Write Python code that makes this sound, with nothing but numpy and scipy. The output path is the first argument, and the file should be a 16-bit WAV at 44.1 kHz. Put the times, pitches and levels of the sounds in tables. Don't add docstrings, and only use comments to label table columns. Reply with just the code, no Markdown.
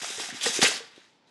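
import sys
import numpy as np
from scipy import signal
from scipy.fft import rfft, irfft
from scipy.io import wavfile
from scipy.ndimage import uniform_filter1d

SR = 44100
rng = np.random.default_rng(int(sys.argv[2]) if len(sys.argv) > 2 else 0)


def convert_level_to_amplitude(level_db):
    exponent = np.asarray(level_db, float) / 20
    return 10 ** exponent


def unload_wav(signal):
    wavfile.write(
        sys.argv[1],
        SR,
        np.round(np.clip(np.atleast_2d(signal).T, -1, 1) * 32767).astype(np.int16),
    )


N = 57330

# pitch in Hz, level in dB per Hz.
HOUSE_HUM = [(24, -64), (40, -17.5), (245, -5), (771, -13), (890, -7.5), (1030, -13.5), (1130, -16.5),
             (4960, -22), (12000, -57.5), (15600, -89), (22000, -120)]
# pitch in Hz, width in Hz, level in dB.
FOIL_RESONANCES = [(330, 400, -11), (800, 250, -9), (1400, 580, -16.5), (1825, 944, -3), (2710, 950, -7),
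                   (3567, 710, -1), (4815, 950, -1), (6170, 1100, -3), (7760, 1400, -8),
                   (9520, 1500, -14.5), (10530, 400, -24)]
# start in seconds, level in dB, brightness in dB per octave.
PULL = [(0, -38.5, -1), (.015, -46.5, 2.5), (.018, -35, 0.5), (.19, -39, 2), (.2, -34, 1), (.3, -39.5, 0.5),
        (.325, -42.5, -6), (.36, -37.5, -2), (.4, -40, -2), (.427, -31.5, -1), (.431, -31, 4.5),
        (.456, -27, -0.5), (.48, -26.5, 1.5), (.52, -34, 1), (.565, -30.5, 4), (.585, -30.5, -0.5),
        (.6, -35.5, 0), (.6165, -31, 4)]
# pitch in Hz, time to fade by 60 dB in seconds.
ROOM_FADE = [(150, 0.22), (800, 0.54), (2500, 0.35), (6000, 0.45), (11000, 0.12)]
# start in seconds, peak in dB, pitch in Hz, ring in seconds.
FOLD_SNAPS = [(0.0163, -25, 1700, 0.018), (.0245, -36, 6300, .02), (.0438, -21, 1410, 0.023),
              (.0442, -24, 4500, 0.012), (.103, -25, 7300, 0.025), (.628, -19, 940, .02),
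              (.6162, -21, 3200, .04), (.1979, -25, 1800, 0.055), (.236, -24, 1800, 0.01),
              (0.3, -26.5, 1800, 0.079), (0.31, -36, 3400, 0.09), (0.41, -23.5, 3400, 0.12),
              (0.4369, -18.5, 3600, 0.06), (0.63, -24, 1450, .02), (0.44, -23.5, 3400, .03),
              (.466, -25, 3600, .03), (.4614, -11, 1900, 0.023), (.479, -29.5, 6500, 0.031),
              (.494, -32.5, 3500, 0.016), (0.524, -27, 3400, 0.048), (0.6267, -5.5, 1700, 0.024),
              (.9198, -52, 3770, .04), (0.96, -46.5, 3840, 0.14), (1.003, -51.5, 1950, .03),
              (0.58, -45.5, 2700, .1), (.872, -47.5, 5000, 0.09), (1.05, -51.5, 3770, .04),
              (1.272, -59, 3920, .2), (1.4, -72, 6300, 0.072), (.662, -28, 2990, 0.095)]
# start in seconds, peak in dB, pitch in Hz, ring in seconds.
BOX_KNOCKS = [(0.02, -33, 260, 0.016), (0.023, -45, 120, .04), (.033, -22.5, 716, 0.0067),
              (.044, -27, 667, 0.021), (0.103, -30.5, 392, 0.021), (.102, -36, 750, 0.016),
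              (0.175, -40, 108, 0.046), (.182, -33.5, 433, 0.095), (0.199, -29.5, 330, 0.031),
              (.198, -20.5, 800, 0.008), (.234, -34, 800, 0.027), (.288, -35, 728, 0.048),
              (0.288, -37, 254, 0.041), (.324, -32.5, 242, .04), (0.326, -44, 109, 0.1),
              (0.345, -32.5, 278, 0.033), (.4605, -18.5, 800, 0.012), (0.463, -26.5, 237, .03),
              (0.465, -19, 473.4, 0.072), (0.493, -33, 220, 0.064), (0.564, -38, 360, 0.095),
              (0.59, -12.5, 374, 0.022), (0.627, -7.5, 216, 0.02), (.627, -12, 765, 0.023),
              (.641, -13, 470, 0.03), (.685, -24, 454, 0.032), (0.692, -53, 180, 0.1),
              (.716, -18.5, 720, 0.0091), (.804, -35.5, 465, 0.082), (0.9781, -33.5, 343, 0.016)]
# start in seconds, level in dB, brightness in dB per octave.
RIP = [
    (.6156, -43, -9.5),
    (.6164, -17, -2.5),
    (.625, -17, -1.5),
    (.633, -12, -1.5),
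    (.645, -18.5, -1),
    (.655, -24, 1),
    (.675, -33, 7.5),
    (.69, -37.5, 8),
]
# start in seconds, pitch in Hz, level in dB.
TEETH_SQUEAL = [
    (.645, 2009, -32.5),
    (.649, 2213, -15.5),
    (.66, 2301, -20.5),
    (.669, 2461, -17.5),
    (.678, 2810, -47),
]
# start in seconds, level in dB, brightness in dB per octave.
SETTLE = [
    (.66, -26, -8),
    (.7, -30.5, 0),
    (.78, -38, 1),
    (.82, -44, -13),
    (.89, -55, -8),
    (1.0, -54, -6),
    (1.1, -63, -6),
    (1.26, -84.5, -1.5),
    (1.3, -68.5, 0.5),
]


def unit(x):
    return x / np.sqrt(np.mean(x ** 2))


def band(x, hz, width_hz):
    b, a = signal.iirpeak(min(hz, 0.45 * SR), hz / width_hz, fs=SR)
    return signal.lfilter(b, a, x)


def curve(table, column):
    table = np.array(table)
    return np.interp(np.arange(N) / SR, table[:, 0], table[:, column])


def during(table):
    t = np.arange(N) / SR
    return convert_level_to_amplitude(curve(table, 1)) * (t >= table[0][0]) * (t <= table[-1][0])


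def walk(rate):
    hold = int(SR / rate)
    steps = np.repeat(rng.standard_normal(N // hold + 1), hold)
    return unit(uniform_filter1d(steps, hold)[:N])


def house():
    hz, table = np.fft.rfftfreq(N, 1 / SR) + 1, np.array(HOUSE_HUM)
    level_db = np.interp(np.log(hz), np.log(table[:, 0]), table[:, 1])
    hum = irfft(rfft(rng.standard_normal(N)) * convert_level_to_amplitude(level_db), N)
    return unit(hum) * convert_level_to_amplitude(-65.5 + walk(16))


def creases(per_s, spread_db):
    fade_s = 0.00037
    happens = rng.random(N) < per_s / SR
    size = convert_level_to_amplitude(-spread_db * np.log(rng.random(N) + 1e-9))
    bursts = signal.lfilter([1], [1, -np.exp(-1 / (fade_s * SR))], happens * size)
    return bursts * rng.standard_normal(N)


def moving_foil(motion, flicker_db):
    per_s, spread_db, pivot_hz = 7000, 2, 2440
    shared = unit(creases(per_s / 4, spread_db))
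    out = 0
    for hz, width_hz, db in FOIL_RESONANCES:
        drive = unit(creases(per_s, spread_db)) + 0.32 * shared
        ringing = band(band(drive, hz, 1.9 * width_hz), hz, 1.9 * width_hz)
        tilt_db = curve(motion, 2) * max(np.log2(hz / pivot_hz), 0)
        gain = convert_level_to_amplitude(db + tilt_db + flicker_db * walk(40.1)) * np.sqrt(width_hz / 1000)
        out = out + gain * unit(ringing)
    return out * during(motion) * convert_level_to_amplitude(-4)


def pulled_sheet():
    pulled = moving_foil(PULL, flicker_db=1.0)
    return pulled - 0.75 * band(pulled, 4400, 450)


def room(x):
    gap_s = 0.0013
    t, table = np.arange(int(0.8 * SR)) / SR, np.array(ROOM_FADE)
    tail = 0
    for hz in 125 * 2.0 ** np.arange(7):
        fade_s = np.interp(np.log(hz), np.log(table[:, 0]), table[:, 1])
        octave = band(rng.standard_normal(len(t)), hz, hz / np.sqrt(2))
        tail = tail + octave * convert_level_to_amplitude(-60 * t / fade_s)
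    tail = tail * (1 - np.exp(-t / gap_s))
    tail = tail / np.sqrt(np.sum(tail ** 2))
    return signal.fftconvolve(x, tail)[:N] * convert_level_to_amplitude(-12.5)


def snaps():
    wide_db, tick_db = -12.5, 2
    out, t = np.zeros(N + SR), np.arange(SR // 5) / SR
    for start_s, db, hz, ring_s in FOLD_SNAPS:
        noise = rng.standard_normal(len(t))
        wide = band(band(noise, 4000, 5000), 4000, 5000)
        burst = unit(band(noise, hz, 0.13 * hz)) + convert_level_to_amplitude(wide_db) * unit(wide)
        tick = -convert_level_to_amplitude(tick_db) * np.sin(2 * np.pi * hz * t) * np.exp(-t * hz)
        start = int(start_s * SR)
        out[start:start + len(t)] += convert_level_to_amplitude(db - 8) * (convert_level_to_amplitude(-60 * t / ring_s) * burst + tick)
    return out[:N]


def knocks():
    push_cycles = 0.28
    out, t = np.zeros(N + SR), np.arange(SR // 5) / SR
    for start_s, db, hz, ring_s in BOX_KNOCKS:
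        rise = 1 - np.exp(-(t * hz / push_cycles) ** 2)
        start = int(start_s * SR)
        out[start:start + len(t)] += convert_level_to_amplitude(db - 60 * t / ring_s) * rise * np.sin(2 * np.pi * hz * t)
    return out[:N]


def ripped_sheet():
    return moving_foil(RIP, flicker_db=0.8)


def squeal():
    width_hz = 1500
    low_pass = signal.butter(2, width_hz / 2, fs=SR, output="sos")
    scrape = unit(signal.sosfilt(low_pass, creases(12000, 0.71)))
    tone = np.sin(2 * np.pi * np.cumsum(curve(TEETH_SQUEAL, 1)) / SR)
    levels = [(start_s, db) for start_s, _, db in TEETH_SQUEAL]
    return np.sqrt(2) * scrape * tone * during(levels)


def settling_sheet():
    return moving_foil(SETTLE, flicker_db=2.0)


def scene():
    foil = pulled_sheet() + snaps() + ripped_sheet() + squeal() + settling_sheet()
    box = knocks()
    echoes = room(foil + convert_level_to_amplitude(-3) * box)
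    return (house() + foil + box + echoes)[None]


def band_limit(x):
    return signal.sosfilt(signal.butter(12, 12300, fs=SR, output="sos"), x)


def record(dry):
    ceiling, low_hz, top_hz = 0.45, 105, 11650
    rounded = ceiling * np.tanh(dry / ceiling)
    no_bass = signal.sosfilt(signal.butter(2, low_hz, "high", fs=SR, output="sos"), rounded)
    mix = signal.sosfilt(signal.cheby1(8, 1, top_hz, fs=SR, output="sos"), no_bass)
    return band_limit(mix)


dry = scene()
out = record(dry)
unload_wav(out)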